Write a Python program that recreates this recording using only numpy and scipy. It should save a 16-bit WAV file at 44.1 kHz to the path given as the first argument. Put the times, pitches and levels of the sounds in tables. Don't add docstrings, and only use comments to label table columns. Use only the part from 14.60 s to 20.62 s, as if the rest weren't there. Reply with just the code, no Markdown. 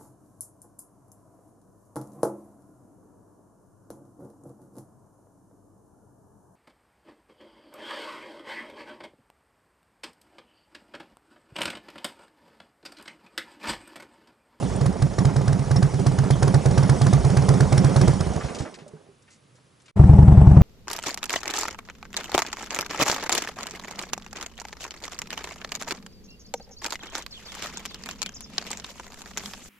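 import sys
import numpy as np
from scipy import signal
from scipy.fft import rfft, irfft
from scipy.io import wavfile
from scipy.ndimage import uniform_filter1d

SR = 44100
rng = np.random.default_rng(int(sys.argv[2]) if len(sys.argv) > 2 else 0)


def pcm_store(signal):
    levels = np.round(np.clip(np.atleast_2d(signal), -1, 1) * 32767)
    wavfile.write(sys.argv[1], SR, levels.astype(np.int16).T)


def to_linear_factor(level_db):
    exponent = np.asarray(level_db, float) / 20
    return 10 ** exponent


N = 265482
BRIEF_T = np.arange(4400) / SR
CUT_S, BACK_S = 5.315, 5.3575
KEY_OFF_S = 3.66
REAR_LAG = 315 / 720
FULL_DB, LEAN_DB = -10, -21.5


def evened(x):
    return x / np.sqrt(np.mean(x ** 2) + 1e-20)


def read(points, hz, column=1):
    table = np.transpose(points)
    return np.interp(np.log(hz + 1), np.log(table[0] + 1), table[column])


def add(mix, s, sound):
    part = mix[round(s * SR):][:len(sound)]
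    part += sound[:len(part)]


def smooth_noise(size):
    return evened(uniform_filter1d(rng.standard_normal(N), size=size))


def noise(spectrum, span, size=512, patchy_db=4.0):
    hz = np.fft.rfftfreq(size, 1 / SR)
    length = round((span[1] - span[0]) * SR)
    real, imaginary, patches = rng.standard_normal((4 * length // size + 6, len(hz), 3)).T
    patches = uniform_filter1d(patches, size=size // 100, axis=0)
    patches = evened(uniform_filter1d(patches, size=4096 // size, axis=1))
    bins = (real + 1j * imaginary) * to_linear_factor(read(spectrum, hz)[:, None] + patchy_db * patches)
    wave = signal.istft(bins, nperseg=size, noverlap=3 * size // 4)[1]
    out = np.zeros(N)
    add(out, span[0], evened(wave[:length]))
    return out


def mode(hz, db, t60):
    return to_linear_factor(db - 60 * BRIEF_T / t60) * np.sin(2 * np.pi * hz * BRIEF_T)


def ports(shared, twin, table):
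    hz = np.fft.rfftfreq(N, 1 / SR)
    tilt = to_linear_factor(read(table, hz) / 2) * np.exp(.5j * read(table, hz, column=2))
    like = np.clip(read(table, hz, column=3), 0, 1)
    left, other = rfft(shared), rfft(twin)
    right = like * left + np.sqrt(1 - like ** 2) * other
    return np.array([irfft(left * tilt, N), irfft(right / tilt, N)])


# frequency_hz, level_db
YARD_SPECTRUM = [(25, -26), (60, -14), (125, 1), (190, -7), (350, -10.5), (520, -11.5), (750, -19),
                 (1150, -16), (1900, -21), (2800, -22), (8600, -28.5), (11200, -26.5), (14000, -55)]
# frequency_hz, left_minus_right_db, left_lead_rad, likeness
YARD_PORTS = [(70, -5.5, .02, .96), (150, -2.5, -0.42, 1), (330, -1.5, -0.76, 0.83), (900, -1, -0.51, 0.19),
              (5500, -1, 0.12, 0.95), (9000, 2.1, -0.36, 0.6)]


def yard(steps):
    span, level = (0, BACK_S), to_linear_factor(-59.5)
    near = level * noise(YARD_SPECTRUM, span, size=2048, patchy_db=1.1)
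    far = level * noise(YARD_SPECTRUM, span, size=2048, patchy_db=-1.0)
    return ports(near + steps, far + np.roll(steps, 6), YARD_PORTS)


def strokes(charges, law, snap_db=0):
    knock_db, knock_slope, jet_db, jet_slope, least_db, heat, cooling = law
    s, charge_db = np.transpose(charges)
    jet = np.maximum(jet_db + jet_slope * (charge_db - FULL_DB), least_db) + snap_db
    knock = knock_db + knock_slope * (charge_db - FULL_DB) + snap_db
    warmth = heat - cooling * np.maximum(LEAN_DB - charge_db, 0)
    return np.transpose([s, charge_db, knock, jet, warmth])


def rear_times(front_s, end_s):
    return front_s + REAR_LAG * np.diff(np.append(front_s, end_s))


def ring(pipe, heat):
    (open_hz, shut_hz, middle_s, rise_s, shut_s), orders = pipe
    t = BRIEF_T
    rise = .5 + .5 * np.tanh((t - middle_s) / rise_s)
    hz = heat * (open_hz + (shut_hz - open_hz) * rise)
    turn = 2 * np.pi * np.cumsum(hz) / SR + np.pi
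    wave = 0
    for order, (first_db, last_db) in enumerate(orders, 1):
        wave = wave + to_linear_factor(first_db + (last_db - first_db) * t / shut_s) * np.cos(order * turn)
    return wave * np.clip(t / .005, 0, 1) * to_linear_factor(-1300 * np.maximum(t - shut_s, 0))


def exhaust(cylinders, muffler, knock_db, jet_db, chuff_s):
    pipes, jet, chuff = np.zeros(N), np.zeros(N), np.zeros(N)
    t = BRIEF_T
    knock = np.exp(-((t - .0006) / 0.00026) ** 2) - 0.2 * np.exp(-((t - .0014) / 0.00048) ** 2)
    spit = np.exp(-((t - .0045) / 0.003) ** 2) + 0.43 * (t > .005) * np.exp(-t / 0.019)
    swell = t / chuff_s * np.exp(1 - t / chuff_s)
    for events, pipe in cylinders:
        for s, ring_db, valve_db, crack_db, heat in events:
            shell = sum(mode(hz * rng.uniform(0.87, 1.04), db + 2 * rng.normal(), t60) for hz, db, t60 in muffler)
            add(pipes, s, to_linear_factor(ring_db) * ring(pipe, heat))
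            add(pipes, s - .0006, to_linear_factor(valve_db + knock_db) * (knock + shell))
            add(jet, s, to_linear_factor(crack_db + jet_db) * spit)
            add(chuff, s, to_linear_factor(ring_db) * swell)
    return pipes, jet, chuff


# pitch_hz, level_db, t60_s
FIN_MODES = [(4350, -5, .015), (4830, -4, .02), (5320, -3.5, .02), (5700, -2, .02), (6610, -5, .015),
             (8350, -9, .012)]


def fins(shake, ticks_per_s):
    which = rng.integers(0, len(FIN_MODES), N)
    ticks = to_linear_factor(1.3 * np.minimum(rng.exponential(1, N), 4)) * (rng.random(N) < ticks_per_s / SR)
    struck = np.zeros(N)
    for k, fin in enumerate(FIN_MODES):
        struck += signal.oaconvolve(shake * ticks * (which == k), mode(*fin))[:N]
    return evened(struck)


# frequency_hz, level_db
JET_SPECTRUM = [(700, -9.5), (1600, 9), (2700, -8), (4500, 1.5), (5500, 2), (7200, -3), (8600, -4),
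                (11000, -5)]
# frequency_hz, level_db
BOOM_SPECTRUM = [(30, -38), (55, 2.5), (90, -3), (150, -5), (210, -10.5), (280, -40), (400, -51)]


def engine(cylinders, muffler, body, layers, rumble, clatter, mics,
           knock_db, jet_db, pump, chuff_s, fins_db, lumpy_db, patchy_db):
    pipes, jet, pumping = exhaust(cylinders, muffler, knock_db, jet_db, chuff_s)
    s, shake_db = np.transpose(body)
    span, t = (s[0], s[-1]), np.arange(N) / SR
    boom, low, high = (to_linear_factor(np.interp(t, s, db + slope * shake_db, -120, -120)) for db, slope in layers)
    boom = boom / (1 + 12 * uniform_filter1d(abs(pipes), size=600))
    if s[0] < KEY_OFF_S:
        boom = boom * to_linear_factor(-55 * np.clip(t - KEY_OFF_S, 0, 1))
    low = low * (1 + pump * pumping) * to_linear_factor(lumpy_db * smooth_noise(700))
    jet = jet * to_linear_factor(2.1 * smooth_noise(50))
    shake = high + .1 * jet
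    metal = to_linear_factor(fins_db) * fins(shake, 1500) * np.sqrt(np.mean(shake ** 2))

    def turbulence():
        rumbling = low * noise(rumble, span, size=1024, patchy_db=patchy_db)
        clattering = high * noise(clatter, span)
        return rumbling + clattering + jet * noise(JET_SPECTRUM, span, patchy_db=1.3)

    near, far = turbulence(), turbulence()
    direct = pipes + metal + boom * noise(BOOM_SPECTRUM, span, size=2048, patchy_db=3.5)
    return ports(direct + near, np.roll(direct, 260) + far, mics)


# front_start_s, front_charge_db, rear_charge_db, snap_db; lean charges misfire
IDLE = [(0.1038, -27.5, -21.5, -8), (0.2088, -13.5, -12.5, .5), (0.3226, -31, -31, 3),
        (.4197, -10.5, -32.5, -2), (.533, -53, -12.5, 5.5), (.649, -10, -23.5, -1.5),
        (0.7609, -12, -18.5, -0.5), (0.8765, -11.5, -14.5, -1), (0.9893, -16.5, -45, -0.5),
        (1.1098, -12, -11.5, 0.5), (1.2246, -9.5, -47, -0.5), (1.3382, -16.5, -16, 0.5),
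        (1.4634, -10.5, -19, 1.5), (1.5835, -11.5, -17, -2), (1.7042, -10, -21.5, 2),
        (1.825, -11, -13.5, 4.5), (1.9405, -8.5, -25.5, -1.5), (2.0561, -10, -15.5, 0),
        (2.1759, -9.5, -14, 2.5), (2.2934, -9, -25.5, 1), (2.4135, -9.5, -11, 2), (2.5296, -8, -40.5, 0),
        (2.6456, -10.5, -13, -3), (2.7678, -9.5, -15.5, 0), (2.8856, -8.5, -12.5, -1),
        (3.0034, -9, -23, -1), (3.1234, -10, -10.5, 2.5), (3.2422, -9, -17, -2), (3.3603, -9, -10, 2),
        (3.4761, -9.5, -18, 0.5)]
# start_s, charge_db
IDLE_FIRST_REAR = (0.027, -19)
# start_s, charge_db
RUNDOWN = [
    (3.605, -15),
    (3.666, -19),
    (3.7085, -31),
    (3.7587, -18.5),
    (3.8437, -22.5),
    (3.903, -35),
    (4.002, -22.5),
    (4.333, -44.5),
]
# knock_at_full_db, knock_db_per_db, jet_at_full_db, jet_db_per_db, least_jet_db,
# heat_factor, heat_lost_per_lean_db
FRONT_LAW = (-22.5, 1.4, -29.5, 1.5, -50, 0.99, 0.04)
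REAR_LAW = (-25.5, 0.2, -28.5, 1.6, -51.5, 0.97, -0.05)
COLD_LAW = (-21.5, 1, -27, 1.4, -70, 1.32, 0.2)
# opening_db, closing_db
FRONT_PIPE = (57.7, 72.2, 0.015, 0.0043, 0.04), [(-20, -20), (0.55, -3.5), (-25, -33.5), (-23.5, -25)]
REAR_PIPE = (59, 98.1, 0.025, 0.0068, 0.046), [(-19.5, -15), (0.2, -5.5), (-13.5, -18), (-22, -22)]
COLD_PIPE = (59.7, 63.3, 0.018, .005, 0.043), [(1, -22), (3, -24), (-25, -25), (-31, -31)]


def idling():
    s, front_db, rear_db, snap_db = np.transpose(IDLE)
    front = strokes([*zip(s, front_db)], FRONT_LAW, snap_db)
    rear_charges = [IDLE_FIRST_REAR, *zip(rear_times(s, RUNDOWN[0][0]), rear_db)]
    rear = strokes(rear_charges, REAR_LAW, 0.53 * np.append(0, snap_db))
    return [(front, FRONT_PIPE), (rear, REAR_PIPE), (strokes(RUNDOWN, COLD_LAW), COLD_PIPE)]


# pitch_hz, level_db, t60_s
MUFFLER = [(390, -15, 0.036), (716, -16.5, 0.047), (786, -13.5, 0.011), (1147, -17.5, 0.075),
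           (1600, -29, 0.022)]
# time_s, level_db
BODY = [(0, -1.5), (.17, -2.5), (.3, -4.5), (1.0, -3.5), (1.2, -3), (1.75, -2.5), (1.95, -1.5), (2.65, 0),
        (3.1, -0.5), (3.45, 1), (3.61, -1.5), (3.89, -4.5), (4.02, -6), (4.11, -11), (4.2, -18.5),
        (4.42, -23.5), (4.6, -39)]
# level_at_zero_shake_db, db_per_db_of_shake
BODY_LAYERS = [
    (-23.5, 1.6),
    (-32, 1.05),
    (-38.5, 1.33),
]
# frequency_hz, level_db
RUMBLE = [(140, -26), (230, 5), (317, -10), (377, 0.5), (612, -6), (766, -8), (1520, -18), (2100, -22),
          (2690, -28.5), (3000, -35), (3900, -42), (6600, -120)]
CLATTER = [(880, 16), (1500, -15), (2100, 2), (2700, 2.5), (3170, 6.5), (4630, -1), (5670, 5), (10200, 1),
           (11200, -12), (14600, -49), (22000, -120)]
# frequency_hz, left_minus_right_db, left_lead_rad, likeness
DRIVE_PORTS = [(60, -4.7, -1.06, 1), (152, -6, -0.67, 1), (340, -6.5, -1.15, 0.99), (900, -4, -0.88, 0.99),
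               (2500, -1, -0.38, 0.77), (5500, -0.6, -0.36, 0.91), (9000, 1.1, 0.18, 0.83)]


def parked_engine():
    return engine(idling(), MUFFLER, BODY, BODY_LAYERS, RUMBLE, CLATTER, DRIVE_PORTS,
                  knock_db=9.5, jet_db=2.0, pump=3.46, chuff_s=0.012, fins_db=-9.5, lumpy_db=1.62, patchy_db=2.0)


# start_s, level_db, pitch_hz
PINGS = [(.588, -25, 5440), (1.163, -20, 5320), (1.17, -25, 5550), (2.233, -28.5, 5370), (2.47, -47, 5330),
         (3.178, -21.5, 5410), (3.187, -23, 5570), (3.416, -32, 5260), (.16, -29, 8740)]


def cylinder_pings():
    out, soft = np.zeros(N), np.minimum(np.arange(4400) / 120, 1)
    for s, db, hz in PINGS:
        add(out, s, to_linear_factor(db) * soft * (mode(hz, 0, .035) + mode(hz * 1.05, -8, .02)))
    return out


# start_s, level_db, centre_hz, length_s
SCUFFS = [(3.734, -42, 4470, 0.034), (3.807, -34, 1190, 0.029), (3.884, -39, 1520, 0.048),
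          (3.946, -36.5, 3450, 0.028), (3.985, -35.5, 3860, 0.028), (4.049, -39, 990, 0.047),
          (4.14, -41.5, 3120, 0.023), (3.651, -45, 2780, 0.053), (3.833, -42, 2800, .08),
          (4.016, -43, 3370, 0.03), (4.186, -49.5, 2500, 0.056), (4.278, -51, 6600, 0.011),
          (4.621, -59.5, 5040, .012), (4.678, -57, 2040, 0.032), (4.703, -55.5, 4500, 0.078),
          (4.952, -60.5, 4500, 0.033), (4.98, -59, 900, 0.017), (5.20, -58, 3500, 0.011),
          (5.217, -60, 6000, 0.0098), (5.257, -54, 3500, 0.021), (5.28, -51, 2300, 0.029)]


def scuffs():
    out = np.zeros(N)
    for s, db, hz, length in SCUFFS:
        n = round(length * SR) + 400
        clumps = to_linear_factor(2.4 * rng.standard_normal(100).repeat(40)[:n])
        grit = rng.standard_normal(4000)[:n] * clumps
        band = signal.butter(2, [hz * .5, min(hz * 1.7, 11e3)], "band", fs=SR)
        envelope = np.minimum(np.arange(n) / 90, 1) * np.linspace(1, 0, n)
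        add(out, s, to_linear_factor(db) * evened(signal.lfilter(*band, grit)) * envelope)
    return out


# start_s, level_db,
# low_mode_hz, high_mode_hz, high_mode_db
THUDS = [(4.218, -41, 155, 400, -3), (4.262, -51, 130, 590, 11), (4.335, -35, 155, 430, -4),
         (4.487, -53, 150, 400, 8), (4.062, -38, 330, 620, 1), (4.948, -62, 200, 500, 2),
         (3.80, -40, 380, 1170, 2), (3.905, -42, 520, 1160, 2), (3.965, -44, 600, 1200, 3),
         (4.005, -36, 320, 800, -3), (4.68, -75, 300, 1850, 14), (4.703, -75, 300, 2050, 16),
         (5.283, -72, 300, 2300, 16)]


def thuds_and_rings():
    out, soft = np.zeros(N), np.minimum(np.arange(4400) / 120, 1)
    for s, db, low_hz, high_hz, high_db in THUDS:
        add(out, s, to_linear_factor(db) * soft * (mode(low_hz, 0, 0.15) + mode(high_hz, high_db, 0.13)))
    return out


# front_start_s, gas_heat_factor on the pipe note
RIDE = [(5.3932, 0.94), (5.4911, 0.95), (5.5842, 0.94), (5.6761, 0.96), (5.7719, .915), (5.8687, 0.91),
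        (5.9659, 1)]
# start_s, charge_db
RIDE_FIRST_REAR = (5.342, -7.5)
RIDE_FRONT_LAW = (-15.5, 0, -48.5, 0, -70, 1.0, 0)
RIDE_REAR_LAW = (-25, 0.5, -55, 0.5, -70, 1.0, 0)
RIDE_FRONT_PIPE = (60, 83.5, 0.0159, .0025, 0.043), [(-2.5, -19.5), (0, -16), (-14.5, -42), (-23, -49)]
RIDE_REAR_PIPE = (63.8, 100, 0.0203, 0.0025, 0.051), [(-0.5, -19.5), (-7, -14.5), (-7.5, -47.5), (-24, -57)]


def rolling():
    front_db, rear_db, end_s = 1.37, -1.1, 6.062
    s, heat = np.transpose(RIDE)
    front = strokes([(at, front_db) for at in s], RIDE_FRONT_LAW)
    rear_charges = [RIDE_FIRST_REAR] + [(at, rear_db) for at in rear_times(s, end_s)]
    rear = strokes(rear_charges, RIDE_REAR_LAW)
    front[:, -1] *= heat
    rear[1:, -1] *= heat
    return [(front, RIDE_FRONT_PIPE), (rear, RIDE_REAR_PIPE)]


# pitch_hz, level_db, t60_s
RIDE_MUFFLER = [(273, -14, 0.18), (400, -5, 0.048), (701, -14, 0.22), (796, -11.5, 0.24), (1148, -9, 0.076)]
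# time_s, level_db
RIDE_BODY = [(5.35, 0.4), (6.03, -0.31)]
# level_at_zero_shake_db, db_per_db_of_shake
RIDE_LAYERS = [
    (-32, 3.0),
    (-29.5, .1),
    (-51.5, 1.1),
]
# frequency_hz, level_db
RIDE_RUMBLE = [(160, -40), (280, 3.5), (322, -8.5), (416, -5), (513, -18), (561, -10), (712, -9), (851, -8),
               (958, -17), (3000, -40), (3900, -73), (6600, -120)]
RIDE_CLATTER = [(1180, -24), (2000, -5.5), (4610, -14.5), (5530, -11.5), (6860, -17), (8100, -8.5),
                (9420, -21), (10300, -13), (11200, -23), (14600, -56), (22000, -120)]
# frequency_hz, left_minus_right_db, left_lead_rad, likeness
HELMET_PORTS = [(70, 0.9, -0.23, 1), (150, 2, -0.067, 0.99), (330, 3.5, -0.11, 0.97), (900, 1, -.07, 0.89),
                (2500, 4, -.03, 0.11), (9000, -1.5, -.03, 0.17)]


def ridden_engine():
    return engine(rolling(), RIDE_MUFFLER, RIDE_BODY, RIDE_LAYERS, RIDE_RUMBLE, RIDE_CLATTER, HELMET_PORTS,
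                  knock_db=-9.0, jet_db=2.0, pump=1.0, chuff_s=0.0028, fins_db=-21, lumpy_db=0.4, patchy_db=1.1)


def scene():
    t = np.arange(N) / SR
    drive = yard(cylinder_pings() + scuffs() + thuds_and_rings()) + parked_engine()
    drive_gain = np.clip((CUT_S - t) / .004, to_linear_factor(-29), 1) * (t < BACK_S)
    ride_gain = np.clip((t - BACK_S) / 0.013, 0, 1)
    return drive * drive_gain + ridden_engine() * ride_gain


def band_limit(x):
    return signal.sosfilt(signal.butter(12, 15780, fs=SR, output="sos"), x)


def record(dry):
    low_pass = signal.firwin(401, 11050, window=("kaiser", 8), fs=SR)
    narrow = signal.oaconvolve(dry, low_pass[None], "same")
    narrow = signal.filtfilt(*signal.butter(1, 16, "high", fs=SR), narrow)
    return band_limit(np.clip(narrow, -1, 1))


dry = scene()
out = record(dry)
pcm_store(out)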